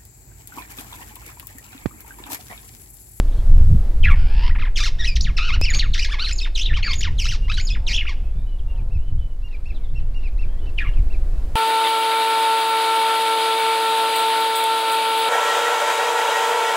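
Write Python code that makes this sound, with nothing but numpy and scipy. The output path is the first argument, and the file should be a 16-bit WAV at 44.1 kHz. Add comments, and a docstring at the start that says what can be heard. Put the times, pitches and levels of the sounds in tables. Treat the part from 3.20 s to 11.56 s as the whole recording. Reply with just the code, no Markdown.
"""Wind buffets the microphone throughout, over a low rush and a faint hiss, and thin whistles come from afar.
Close by in dry savanna bush a bird chatters a fast run of harsh, swooping, trilled notes and stops;
soft peeps follow, and one more falling call; another distant bird honks twice. Voices are gliding harmonics
coloured by the beak, roughened by noise; the two sides of the syrinx sometimes sound at once.
Wind and air are coloured noise with moving levels; grass and scrub scatter a short echo of the birds."""
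import sys
import numpy as np
from scipy import signal
from scipy.fft import rfft, irfft
from scipy.io import wavfile
from scipy.ndimage import uniform_filter1d, minimum_filter1d

SR = 44100
rng = np.random.default_rng(int(sys.argv[2]) if len(sys.argv) > 2 else 0)


def int16_out(signal):
    """Quantize to a 16-bit WAV file."""
    q = np.round(np.clip(np.atleast_2d(signal).T, -1, 1) * 32767)
    wavfile.write(sys.argv[1], SR, q.astype(np.int16))


N = 368468
TIME = np.arange(N) / SR
BIN_HZ = np.arange(N // 2 + 1) * SR / N
SIDES = np.array([[1], [-1]])  # opposite sign left and right
TOP_HZ = 15750  # nothing is kept above this

# What throat and beak let through: (frequency [Hz], gain [dB])
BEAK = [(600, -16), (850, -8.5), (1200, -8), (1600, -5), (2200, -1), (5500, -1), (7000, -12), (8000, -19),
        (9500, -26.5), (14000, -31.5), (16000, -56)]


def undb(db):
    """Decibels to gain."""
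    return 10 ** (np.asarray(db) / 20)


def curves(rows):
    """Each column of a table, joined by straight lines in time."""
    s, *columns = np.transpose(rows)
    return [np.interp(TIME, s, column) for column in columns]


def gain_at(hz, colour):
    """Gain of a short spectrum at the given frequencies, joined along log frequency."""
    points, db = np.transpose(colour)
    return undb(np.interp(np.log(np.maximum(hz, 1)), np.log(points), db))


def noise(colour):
    """Coloured noise of unit power."""
    y = irfft(rfft(rng.standard_normal(N)) * gain_at(BIN_HZ, colour), N)
    return y / y.std()


def walk(rate):
    """Smooth chance of unit spread that changes about rate times a second."""
    size = max(int(SR / rate), 1)
    steps = np.repeat(rng.standard_normal(N // size + 1), size)[:N]
    y = uniform_filter1d(steps, size)
    return y / y.std()


def steady(y, seconds):
    """Noise with its slow swings of level evened out."""
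    power = uniform_filter1d(y ** 2, int(seconds * SR))
    return y / np.sqrt(power + 1e-6)


def wind(swell_gain_db=1.0):
    """Eddies press on the microphone: slow swells and quicker buffets, both lifted by gusts."""
    # Wind at the microphone before gusts and trims: (time [s], pressure swell [dB], buffeting [dB])
    wind_levels = [(0, -13, -30.5), (.24, -17, -29), (.32, -3.5, -21), (.55, -14, -23), (.75, -15, -32),
                   (.86, -9, -21.5), (1.2, -13, -32), (1.6, -16.5, -31), (2.35, -16, -31),
                   (2.75, -15.5, -31), (3.0, -21.5, -38), (3.4, -18, -43.5), (3.7, -19, -28.5),
                   (4.5, -17.5, -32.5), (5.25, -21, -38.5), (5.85, -20.5, -34.5), (6.35, -24, -39.5),
                   (6.8, -17, -35), (7.55, -20, -34.5), (7.9, -15, -36), (8.36, -20, -32)]
    # Single gusts on top: (time of crest [s], half width at 1/e of the dB rise [s], rise of the buffeting [dB])
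    gusts = [(.53, 0.046, 9), (.88, 0.069, 7), (1.29, 0.035, 11), (2.4, .04, 3), (2.57, .035, 3),
             (3.52, 0.048, 13), (5.78, 0.037, 12), (5.96, 0.041, 15.5), (7.25, .07, 9),
             (7.686, 0.011, 15.5), (7.79, 0.031, 17.5)]
    # Spectra of the slow swell and the quicker buffets: (frequency [Hz], relative level [dB])
    swell_colour = [(3, -14), (8, -1), (14, 2), (25, 1), (40, -8.5), (60, -14.5), (90, -34.5), (200, -106)]
    buffet_colour = [(35, -17.5), (62, 2.5), (80, 0), (120, -11), (200, -23), (400, -47.5), (1000, -78)]
    gust_swell = 0.38  # share of a gust's rise that the slow pressure follows

    swell_db, buffet_db = curves(wind_levels)
    gust_db = sum(db * np.exp(-((TIME - s) / width) ** 2) for s, width, db in gusts)
    swell = steady(steady(noise(swell_colour), 0.1056), 0.0686)
    swell = swell * undb(swell_db + gust_swell * gust_db + swell_gain_db)
    buffets = steady(noise(buffet_colour), 0.0497)
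    buffets = buffets * undb(buffet_db + gust_db + 3.1 * walk(14))
    return swell + buffets


def air(rush_gain_db=3, hiss_gain_db=4.0, side_db=-5):
    """A low rush over the plain and a thin hiss that differs a little between the channels."""
    # Background before the two gains: (time [s], low rush [dB], hiss [dB])
    air_levels = [(0, -46, -60), (.45, -45.5, -60), (1.35, -51.5, -68), (2.0, -53, -70), (3.3, -54, -71),
                  (4.6, -53, -70), (5.3, -54, -70.5), (6.1, -55.5, -71.5), (6.6, -54, -70.5),
                  (7.2, -51, -69), (7.9, -48.5, -65), (8.36, -47.5, -63)]
    # Spectra of rush and hiss: (frequency [Hz], relative level [dB])
    rush_colour = [(100, -11.5), (250, 1), (400, -2.5), (700, -8.5), (1200, -16), (2500, -23.5),
                   (5000, -30), (10000, -105)]
    hiss_colour = [(500, 4), (2000, -2.5), (4000, 6), (8000, 6), (12000, 3), (15500, 0)]

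    rush_db, hiss_db = curves(air_levels)
    rush = noise(rush_colour) * undb(rush_db + rush_gain_db + 0.86 * walk(14))
    hiss = noise(hiss_colour) + undb(side_db) * noise(hiss_colour) * SIDES
    return rush + hiss * undb(hiss_db + hiss_gain_db)


def trill():
    """Factor on the pitch: the syrinx flutters, starting from a crest."""
    # Fast pitch trills: (start [s], end [s], rate [Hz], depth [share of the pitch])
    trills = [(0.124, 0.202, 74, 0.16), (0.8362, 0.918, 64.9, 0.071), (0.947, 1.291, 72.3, 0.069),
              (1.563, 1.605, 122.6, 0.14), (2.199, 2.292, 96.3, 0.076), (2.758, 2.789, 81.7, 0.21),
              (2.797, 2.87, 59.4, 0.12), (3.368, 3.413, 84.3, 0.13), (3.416, 3.488, 62, 0.14),
              (4.699, 4.727, 87, 0.15), (4.735, 4.819, 67.8, 0.11), (7.584, 7.677, 66.5, 0.07)]
    edge = .004  # s, fade at either end of a trill

    factor = np.ones(N)
    for start, end, rate, depth in trills:
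        gate = np.interp(TIME, [start - edge, start, end - edge, end], [0, 1, 1, 0])
        factor += depth * gate * np.cos(2 * np.pi * rate * (TIME - start))
    return factor


def note(rows, bend, flutter, muffle_db=0, fall_db=10, first_db=0, count=9):
    """One note from rows of (s, pitch Hz, level dB): the harmonics of a gliding membrane, coloured by the beak."""
    pure_above_hz, pure_db_per_octave = 2480, 11  # high notes lean on their fundamental
    muffle_above_hz = 2230  # a half-closed beak damps what lies above
    lead_s = .003  # the note starts to sound this long before its contour
    attack_s, release_s = 0.0045, 0.0028

    s, *columns = np.transpose(rows)
    span = slice(max(int((s.min() - lead_s) * SR), 0), int((s.max() + release_s) * SR))
    t = TIME[span]
    hz, db = (np.interp(t, s, column) for column in columns)
    hz = hz * bend[span]
    k = np.arange(1, count + 1)[:, None]  # harmonic numbers

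    pure_db = first_db + pure_db_per_octave * np.log2(np.maximum(hz / pure_above_hz, 1))
    source_db = np.where(k == 1, pure_db, -fall_db * np.log2(k / 2))
    damping_db = muffle_db * np.log2(np.maximum(k * hz / muffle_above_hz, 1))
    weight = undb(source_db - damping_db) * gain_at(k * hz, BEAK) * (k * hz < TOP_HZ)
    # colour changes only the balance: the tone keeps unit power
    weight *= np.sqrt(2 / np.sum(weight ** 2, axis=0))

    gate = np.clip(np.minimum((t - t[0]) / attack_s, (t[-1] - t) / release_s), 0, 1)
    phase = 2 * np.pi * np.cumsum(hz) / SR
    tone = np.sum(weight * np.sin(k * phase), axis=0)
    out = np.zeros(N)
    out[span] = tone * gate * undb(db) * flutter[span]
    return out


def hoarse(tone, spread_hz=900):
    """Turbulence in the syrinx smears each harmonic into a band of noise, most around the beak's pass band."""
    lowpass = signal.butter(2, spread_hz, fs=SR, output="sos")
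    eddies = signal.sosfilt(lowpass, rng.standard_normal(N))
    smeared = tone * eddies / eddies.std()
    return irfft(rfft(smeared) * gain_at(BIN_HZ, BEAK), N)


def scrub(x, near_db=-13.0, near_t60=0.23, far_db=-27, far_t60=0.68):
    """Ground and twigs scatter the sound at once; farther bushes add a thin, duller tail."""
    t = TIME[:SR]
    near, far = rng.standard_normal((2, SR))
    near = near * undb(-60 * t / near_t60) * (t > .002)
    far = far * undb(-60 * t / far_t60) * (t > .02)
    far = signal.sosfilt(signal.butter(2, 5500, fs=SR, output="sos"), far)
    response = undb(near_db) * near / np.linalg.norm(near) + undb(far_db) * far / np.linalg.norm(far)
    return signal.fftconvolve(x, response)[:N]


def whistles(bend, first_db=24, edge_db=-5, scatter_db=2):
    """Distant birds: plain glides that swell, fade and blur in the bushes."""
    # Thin whistles from deeper in the bush, level at mid-glide before flutter, blur and echo:
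    # (start [s], length [s], first pitch [Hz], last pitch [Hz], level [dB])
    glides = [(.078, .014, 3800, 2600, -53), (.116, .035, 3150, 4020, -56),
              (0.164, 0.049, 3900, 3230, -56.5), (4.222, 0.048, 2820, 2790, -47.5),
              (5.087, 0.23, 3200, 4020, -68), (5.126, 0.14, 2310, 2450, -67),
              (5.267, 0.1, 3020, 2910, -56.5), (5.386, 0.021, 3580, 2740, -55.5),
              (5.481, 0.059, 2800, 2754, -52.5), (5.552, .014, 3300, 2800, -57),
              (5.983, .02, 3050, 3550, -59), (5.785, .025, 2700, 2780, -60), (5.817, .025, 2870, 2980, -57),
              (5.86, .05, 3060, 2983, -59.5), (6.005, 0.063, 3030, 2990, -56),
              (6.074, 0.076, 2980, 2920, -63.5), (6.545, .04, 4100, 3000, -53),
              (6.58, 0.089, 2400, 2020, -63), (6.633, 0.039, 3870, 3320, -57),
              (6.685, .025, 3200, 3780, -59), (6.76, 0.062, 2990, 2980, -59),
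              (7.244, 0.19, 1450, 2150, -64.5), (7.27, .07, 3100, 3270, -65),
              (7.383, 0.025, 3100, 3600, -60), (7.414, 0.078, 3010, 2970, -55),
              (7.662, 0.037, 2810, 2810, -42.5), (7.737, 0.011, 3300, 2600, -47),
              (8.11, .09, 2550, 2650, -65)]
    blur = .35  # share of smeared tone

    shaken = bend * (1 + 0.0075 * walk(350))
    flutter = undb(2.1 * walk(120))
    out = np.zeros(N)
    for start, length, hz0, hz1, db in glides:
        glide = [
            (start, hz0, db + edge_db),
            (start + length / 2, (hz0 + hz1) / 2, db),
            (start + length, hz1, db + edge_db),
        ]
        out += note(glide, shaken, flutter, first_db=first_db)
    out = out + blur * hoarse(out, spread_hz=720)
    return out + undb(scatter_db) * scrub(out)


def progress(count=25):
    """Even steps through a note, from 0 to 1."""
    return np.linspace(0, 1, count)


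def yelp(start, length, first_hz, last_hz, db, fade_db):
    """The membrane slackens: its period lengthens almost evenly with time as the voice fades."""
    curve = 1.1  # 1 would be perfectly even
    u = progress()
    period = 1 / first_hz + (1 / last_hz - 1 / first_hz) * u ** curve
    return np.column_stack([start + length * u, 1 / period, db - fade_db * u])


def squeak(start, length, hz, db):
    """The taut membrane scoops up towards its top pitch."""
    scoop, scoop_s = 0.064, 0.003  # starts this share flat, slides up with this time constant
    t = length * progress()
    pitch = hz * (1 - scoop * np.exp(-t / scoop_s))
    return np.column_stack([start + t, pitch, np.full_like(t, db)])


def chatter(bend, shimmer_db=2.06, surge_db=1.86, level_db=-1.0, squeak_first_db=-7, throb_db=14):
    """The loud notes; pitch and strength shake quickly; trills throb, and the deepest are the harshest."""
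    # All levels here stand before flutter, the trim level_db and hoarseness.
    # Squawks: (muffling by the beak [dB per octave], below 0 when wide open; overtone fall [dB per octave];
    # contour of (time [s], pitch [Hz], level [dB]))
    squawks = [ (31, 4.1, [(.832, 3270, -30), (.84, 2640, -21.5), (.85, 2500, -20), (.86, 2050, -19.5),
               (.88, 1687, -24.5), (.899, 1280, -28), (.917, 1083, -25), (.935, 1147, -28),
               (.947, 814, -35)]), (32, 14, [(1.294, 1065, -39), (1.304, 1760, -39), (1.313, 1970, -38),
               (1.325, 1960, -43)]), (14, 8.8, [(1.384, 932, -39), (1.396, 1322, -34), (1.404, 2255, -36),
               (1.422, 1307, -34), (1.436, 1018, -31.5), (1.446, 1065, -37)]),
               (-1.5, 2.8, [(1.559, 3295, -23.5), (1.58, 2245, -22.5), (1.599, 1396, -25),
               (1.609, 1184, -27), (1.627, 1189, -28), (1.637, 1766, -24), (1.65, 2200, -27),
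               (1.659, 1452, -23), (1.692, 857, -33)]), (1, 12.3, [(1.783, 1410, -49), (1.793, 1830, -35),
               (1.801, 1975, -30.5), (1.833, 1664, -31.5), (1.85, 2040, -25.5), (1.865, 3430, -31.5),
               (1.876, 2600, -26), (1.89, 2498, -24), (1.915, 2380, -37), (1.941, 2340, -45)]),
               (-6, 13, [(2.008, 3730, -26), (2.012, 5560, -20.5), (2.016, 6970, -42), (2.033, 6820, -37.5),
               (2.041, 5730, -38)]), (-1.5, 14.5, [(2.169, 2750, -30), (2.177, 2410, -25.5),
               (2.186, 1357, -27), (2.196, 1208, -28.5), (2.262, 1436, -29), (2.287, 1378, -26),
               (2.306, 1047, -30.5), (2.346, 1500, -25.5), (2.368, 790, -38)]),
               (-1.5, 14, [(2.415, 2490, -28), (2.444, 2730, -24.5), (2.456, 2220, -25)]),
               (14, 6.6, [(2.457, 3120, -29.5), (2.476, 2680, -27), (2.491, 2370, -23.5),
               (2.501, 1990, -29), (2.516, 1730, -28.5), (2.534, 1190, -52)]),
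               (-2, 7.3, [(2.535, 2060, -23), (2.547, 2460, -21), (2.553, 4540, -28), (2.562, 4430, -34)]),
               (-2, 8.8, [(2.553, 1497, -42), (2.57, 1197, -42), (2.585, 1114, -40), (2.592, 2160, -26),
               (2.597, 4000, -28)]), (0, 5, [(2.734, 4300, -31.5), (2.744, 2766, -22), (2.753, 1490, -29.5),
               (2.788, 1752, -32), (2.795, 2275, -21), (2.803, 1947, -34), (2.815, 2670, -27.5),
               (2.843, 2660, -28), (2.85, 1733, -26), (2.879, 2230, -41)]), (5, 6.5, [(2.884, 795, -38),
               (2.9, 1170, -35), (2.916, 1660, -33.5), (2.927, 1775, -26.5), (2.933, 1206, -35),
               (2.944, 1082, -27), (2.957, 861, -39.5), (2.985, 828, -45)]), (0, 14, [(2.985, 1000, -34),
               (3.0, 1300, -30.5), (3.013, 1420, -34), (3.03, 1520, -27.5), (3.046, 1273, -28)]),
               (13, 14, [(2.992, 3600, -33), (3.002, 3950, -30.5), (3.028, 4550, -24.5), (3.04, 4250, -32),
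               (3.047, 3860, -23.5), (3.057, 4134, -26), (3.069, 4340, -32), (3.086, 4120, -30)]),
               (0.5, 5.3, [(3.094, 1582, -30), (3.107, 1310, -33.5), (3.116, 2550, -31),
               (3.128, 2580, -32)]), (-1, 5.3, [(3.183, 5470, -35), (3.189, 4560, -26), (3.2, 3850, -32),
               (3.207, 2710, -38), (3.219, 2504, -25), (3.232, 2680, -37)]), (4, 10, [(3.228, 3760, -31),
               (3.249, 3580, -35)]), (-1, 6, [(3.352, 4220, -29), (3.36, 3380, -21.5), (3.369, 2794, -32),
               (3.38, 2630, -23), (3.386, 2400, -31), (3.394, 2966, -24.5), (3.404, 2880, -27),
               (3.418, 3200, -25.5), (3.433, 3580, -30)]), (20, 16, [(3.434, 3460, -27), (3.453, 3750, -33),
               (3.462, 3530, -21), (3.47, 3236, -32), (3.483, 3186, -31), (3.495, 2120, -37),
               (3.506, 1777, -34), (3.522, 1825, -35)]), (21, 14, [(3.527, 1064, -38), (3.535, 2040, -30.5),
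               (3.542, 2800, -31), (3.555, 3070, -33.5), (3.563, 3130, -29)]), (25, 12, [(3.626, 3375, -29),
               (3.631, 2950, -27), (3.636, 2344, -29), (3.642, 2620, -25), (3.649, 1897, -29.5),
               (3.674, 1620, -31), (3.686, 1210, -27)]), (-4.5, 21, [(3.63, 2130, -31), (3.647, 2283, -30),
               (3.666, 2350, -25.5), (3.683, 2150, -34), (3.697, 2160, -32), (3.713, 2270, -29),
               (3.721, 2620, -29)]), (0, 11, [(3.692, 1256, -32), (3.715, 1026, -35), (3.729, 1124, -35),
               (3.743, 845, -43)]), (-2, 1.7, [(3.807, 1585, -33), (3.816, 2450, -25), (3.822, 3610, -37)]),
               (-1.5, 0.94, [(3.982, 4200, -35), (3.989, 3350, -29.5), (4.002, 2790, -24),
               (4.009, 2150, -33), (4.013, 2760, -28.5), (4.023, 2450, -29), (4.039, 2065, -33.5),
               (4.048, 3110, -25), (4.054, 2360, -32)]), (-0.5, 2.1, [(4.055, 1264, -27.5),
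               (4.064, 1403, -29.5), (4.075, 2427, -31), (4.089, 2694, -25.5), (4.104, 3333, -33),
               (4.115, 2066, -28.5), (4.126, 1550, -30), (4.15, 1136, -34), (4.163, 850, -39)]),
               (1.5, 11.6, [(4.281, 966, -39), (4.302, 1275, -28), (4.314, 1337, -30), (4.32, 1650, -28),
               (4.326, 3030, -39)]), (1, 14, [(4.327, 3840, -36), (4.342, 3920, -28), (4.357, 4200, -44),
               (4.365, 4210, -36)]), (0.5, 8, [(4.369, 3450, -34), (4.377, 1717, -26), (4.388, 1426, -29.5),
               (4.395, 1560, -30.5), (4.401, 2100, -32), (4.413, 2560, -36)]),
               (-1, 14, [(4.471, 5200, -29.5), (4.486, 4090, -33), (4.5, 2800, -38.5), (4.508, 2460, -26),
               (4.524, 2650, -37)]), (4, 10, [(4.519, 3430, -36), (4.546, 3510, -37)]),
               (1.5, 3.1, [(4.668, 3910, -25), (4.676, 3200, -27.5), (4.687, 2650, -23),
               (4.693, 2174, -28.5), (4.725, 2196, -30), (4.734, 2890, -24), (4.768, 3140, -26),
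               (4.78, 2590, -39)]), (28, 10, [(4.778, 2720, -21.5), (4.799, 3020, -29),
               (4.811, 2530, -26.5), (4.824, 1970, -36), (4.836, 1540, -49)]), (23, 16, [(4.852, 1142, -37),
               (4.862, 1883, -37.5), (4.872, 2580, -27.5), (4.879, 3006, -29), (4.885, 2080, -26)]),
               (29, 11, [(7.578, 3146, -36), (7.587, 2610, -25), (7.603, 2300, -25.5), (7.609, 1797, -28),
               (7.623, 1780, -30), (7.636, 1390, -41), (7.66, 1080, -32), (7.681, 1168, -39),
               (7.693, 876, -42)]), ]
    # Falling yelps: (start [s], length [s], first pitch [Hz], last pitch [Hz], level [dB], fade [dB],
    # muffling [dB per octave], overtone fall [dB per octave])
    yelps = [ (1.349, 0.016, 1760, 804, -35.5, -2, 30, 4), (1.449, 0.035, 2100, 775, -32.5, 5, 18, 7),
             (1.957, .016, 6360, 1800, -25, 5.5, -2, 8), (2.042, 0.065, 4600, 1036, -29, 11.5, 12, 16),
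             (2.596, 0.074, 4560, 1046, -22, 18, 10, 27), (3.05, 0.034, 4380, 1576, -26.5, 13, 8, 6),
             (3.084, .009, 5630, 2540, -29.5, 1, 2, 10), (3.247, .034, 3620, 832, -31, 8.5, 16, 0),
             (3.566, .042, 1334, 718, -28, 11.5, 3.5, 5), (3.733, 0.011, 3710, 1960, -23.5, 5.5, 2, -4),
             (3.827, 0.061, 3635, 877, -25.5, 10.5, 0.5, 17), (4.548, 0.031, 2910, 805, -32.5, 9.5, 21, 11),
             (4.888, 0.053, 1203, 761, -31.5, 16.5, 1.5, 7), ]
    # Squeaks at the top of the voice: (start [s], length [s], top pitch [Hz], level [dB])
    squeaks = [(2.502, 0.0076, 6900, -28), (2.547, 0.04, 6590, -31), (3.129, 0.0077, 7240, -29),
               (3.158, 0.0071, 6920, -32.5), (3.137, .02, 7040, -50), (3.179, .009, 6790, -38),
               (3.753, .01, 6970, -35), (3.767, .023, 6740, -52), (3.785, 0.025, 6930, -32),
               (4.409, 0.034, 6970, -43), (4.451, 0.011, 6930, -34)]
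    jitter, wobble = .01, .009  # quick and slower shake, shares of the pitch
    calm, harsh = .15, 6  # hoarseness without a trill, and its growth with trill power

    shaken = bend * (1 + jitter * walk(1400) + wobble * walk(220))
    throb = throb_db * (bend - 1)
    flutter = undb(level_db + shimmer_db * walk(900) + surge_db * walk(170) + throb)
    tone = sum(note(rows, shaken, flutter, muffle, fall) for muffle, fall, rows in squawks)
    tone += sum(note(yelp(*shape), shaken, flutter, muffle, fall) for *shape, muffle, fall in yelps)
    tone += sum(note(squeak(*row), shaken, flutter, first_db=squeak_first_db) for row in squeaks)
    trill_power = uniform_filter1d((bend - 1) ** 2, size=SR // 80)
    return tone + (calm + harsh * trill_power) * hoarse(tone)


def small_sounds():
    """Dry ticks, noise bursts that die within milliseconds, and a brief dull rustle of noise."""
    # Dry ticks: (time [s], level [dB], decay time constant [s])
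    tick_rows = [(0.9052, -27, 0.00083), (2.4138, -10, 0.0011)]
    # A dull rustle: (time [s], level [dB])
    rustle_rows = [(2.5, -71), (2.535, -36), (2.56, -28.5), (2.585, -42), (2.62, -74)]
    # spectra of both: (frequency [Hz], relative level [dB])
    tick_colour = [(100, 21), (2000, -25.0), (6000, -10.0), (15000, -47.0)]
    rustle_colour = [(100, 21), (250, 9), (900, -0.5), (2500, 1.5), (8000, -45)]

    snap = sum(undb(db) * np.exp(-np.abs(TIME - s) / ring) * (TIME >= s) for s, db, ring in tick_rows)
    ticks = snap * steady(noise(tick_colour), 0.0018)
    rustle_db, = curves(rustle_rows)
    return ticks + undb(rustle_db) * noise(rustle_colour)


def rasp(bend, throb_db=42, level_db=-3):
    """A slack membrane beats unevenly and throbs with the trill, part tone and part turbulence."""
    # The drawn-out rasp after the first call, before throb and trims: (time [s], pitch [Hz], level [dB])
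    contour = [(.95, 739, -47.5), (1.054, 737, -49), (1.15, 850, -44), (1.215, 884, -39.5),
               (1.24, 958, -35.5), (1.282, 993, -37), (1.299, 830, -47)]
    jitter, reflection, rough = .04, .5, .5  # shares of pitch, returned wave and turbulence
    pipe_hz = 970

    flutter = undb(level_db + throb_db * (bend - 1) + 2.2 * walk(900))
    shaken = bend * (1 + jitter * walk(1500))
    tone = note(contour, shaken, flutter, muffle_db=1, fall_db=8, first_db=1)
    # the windpipe returns the wave inverted, half a pipe cycle late: odd multiples of pipe_hz gain
    tone = tone - reflection * np.interp(TIME - .5 / pipe_hz, TIME, tone)
    # the nearly closed beak cuts the top
    beak_cut = signal.cheby1(4, 2, 5400, fs=SR, output="sos")
    return signal.sosfilt(beak_cut, tone + rough * hoarse(tone)) * undb(4)


def far_bird():
    """A low nasal honk, far off; only the harmonics in its throat resonance carry this far."""
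    # Two nasal calls, level before the throat: lists of (time [s], pitch [Hz], level [dB])
    calls = [
        [(4.58, 172.3, -59), (4.64, 178, -54), (4.69, 189, -51.5), (4.78, 171, -57)],
        [(5.45, 177, -63), (5.55, 186.5, -55.5), (5.63, 175, -57.5), (5.74, 165, -62)],
    ]
    # Throat resonance: (frequency [Hz], gain [dB])
    throat = [(180, -29), (370, -5), (550, 2), (730, -1.5), (920, 0.5), (1100, -11), (1600, -16)]

    out = np.zeros(N)
    k = np.arange(1, 9)[:, None]  # harmonic numbers
    waver = 1 + 0.011 * walk(60)
    for rows in calls:
        hz, db = curves(rows)
        on = (TIME > rows[0][0]) & (TIME < rows[-1][0])
        hz = (hz * waver)[on]
        phase = 2 * np.pi * np.cumsum(hz) / SR
        honk = np.sum(gain_at(k * hz, throat) * np.sin(k * phase), axis=0)
        out[on] += undb(db[on]) * honk
    return out


PEEP_EDGE_DB = -4  # level by which both ends of a peep droop


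def arch(start, length, hz, slide, db):
    """A sliding peep whose pitch and level droop at both ends."""
    pitch_droop = 0.044  # share of the pitch
    u = progress()
    droop = (2 * u - 1) ** 2
    pitch = hz * (1 + slide * (u - .5) - pitch_droop * droop)
    return np.column_stack([start + length * u, pitch, db + PEEP_EDGE_DB * droop])


def peeps(first_db=20, fall_db=18):
    """Soft, nearly pure peeps; the voice catches and turns bright on the way in and out."""
    # Soft arched peeps, level at mid-peep before flutter and echo:
    # (start [s], length [s], pitch [Hz], slide [share of the pitch], level [dB])
    peep_rows = [(5.032, 0.069, 2600, 0.031, -62), (5.581, 0.027, 2505, -0.15, -53),
                 (5.708, 0.022, 2690, .06, -53), (5.742, 0.029, 2596, -0.11, -51.5),
                 (6.226, 0.053, 2805, 0.051, -49), (6.309, 0.013, 2740, -0.077, -51),
                 (6.33, 0.026, 2485, -0.12, -46), (6.457, .024, 2700, 0.087, -46.5),
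                 (6.496, 0.024, 2535, -0.24, -46), (6.752, 0.042, 2724, -0.044, -45),
                 (6.947, 0.05, 2810, -0.055, -47), (7.03, 0.0098, 2750, -0.14, -45),
                 (7.04, .038, 2580, -0.167, -42.5), (7.188, 0.022, 2700, 0.067, -44.5),
                 (7.224, 0.022, 2570, -.18, -44.5), (7.469, 0.028, 2740, 0.0082, -45.5),
                 (7.758, 0.036, 2520, -0.2, -52), (7.902, 0.022, 2710, 0.043, -46),
                 (7.934, 0.02, 2560, -.16, -44.5)]
    waver, scatter, rough = .009, .5, .8  # shares of pitch, echo and turbulence
    # the voice flicks into and out of a peep, between these shares of its pitch
    catch_s, catch_db, catch_low, catch_high = .014, -13.5, .62, .84

    shaken = 1 + waver * walk(350)
    flutter = undb(2 * walk(160))
    out, catches = np.zeros((2, N))
    for start, length, hz, slide, db in peep_rows:
        out += note(arch(start, length, hz, slide, db), shaken, flutter, fall_db=fall_db, first_db=first_db)
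        for edge, away in ((start, -catch_s), (start + length, catch_s)):
            flick = [
                (edge, catch_high * hz, db + catch_db),
                (edge + away, catch_low * hz, db + catch_db + PEEP_EDGE_DB),
            ]
            catches += note(sorted(flick), shaken, flutter, fall_db=fall_db, first_db=1.5)
    out += catches + rough * hoarse(catches, spread_hz=590)
    # from further off, more of the sound comes by way of the bushes
    return out + scatter * scrub(out)


def twigs(x):
    """Branches right beside the perch return faint copies within a few milliseconds."""
    share, first, last, count = .3, .001, .014, 14  # level, delays in s, number of copies
    response = np.zeros(int(last * SR) + 1)
    delays = (rng.uniform(first, last, count) * SR).astype(int)
    response[delays] = rng.choice([-1, 1], count) / np.sqrt(count)
    return share * signal.fftconvolve(x, response)[:N]


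def fizz(voice, fizz_db=-27, side_db=-7):
    """Air through the open beak adds a faint sizzle that follows the bright part of the voice."""
    highpass = signal.butter(2, 4500, "highpass", fs=SR, output="sos")
    bright = signal.sosfilt(highpass, voice)
    effort = np.sqrt(np.abs(uniform_filter1d(bright ** 2, size=SR // 100)))
    # (frequency [Hz], relative level [dB])
    colour = [(3000, -21), (6000, 3.5), (8000, -2.0), (9500, -3.5), (11000, -2), (13500, -39), (15500, -23)]
    sizzle = noise(colour) + undb(side_db) * noise(colour) * SIDES
    return sizzle * effort * undb(fizz_db + 6.3 * walk(30))


def scene():
    """The birds stand straight ahead of the microphone; only their sizzle and echo have a trace of width."""
    bend = trill()
    birds = whistles(bend) + chatter(bend) + rasp(bend) + far_bird() + peeps()
    birds = birds + twigs(birds)
    width = undb(-19.0) * scrub(birds) * SIDES
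    return wind() + air() + birds + fizz(birds) + scrub(birds) + width + small_sounds()


def record(dry):
    """The recorder's limiter eases down peaks above its ceiling, and the top is cut."""
    size, ceiling = SR // 50, .97  # 20 ms window; full scale is 1
    gain = np.minimum(1, ceiling / (np.abs(dry).max(axis=0) + 1e-9))
    gain = uniform_filter1d(minimum_filter1d(gain, size), size)
    top_cut = signal.ellip(8, .2, 70, TOP_HZ, fs=SR, output="sos")
    return signal.sosfilt(top_cut, dry * gain)


dry = scene()
out = record(dry)
int16_out(out)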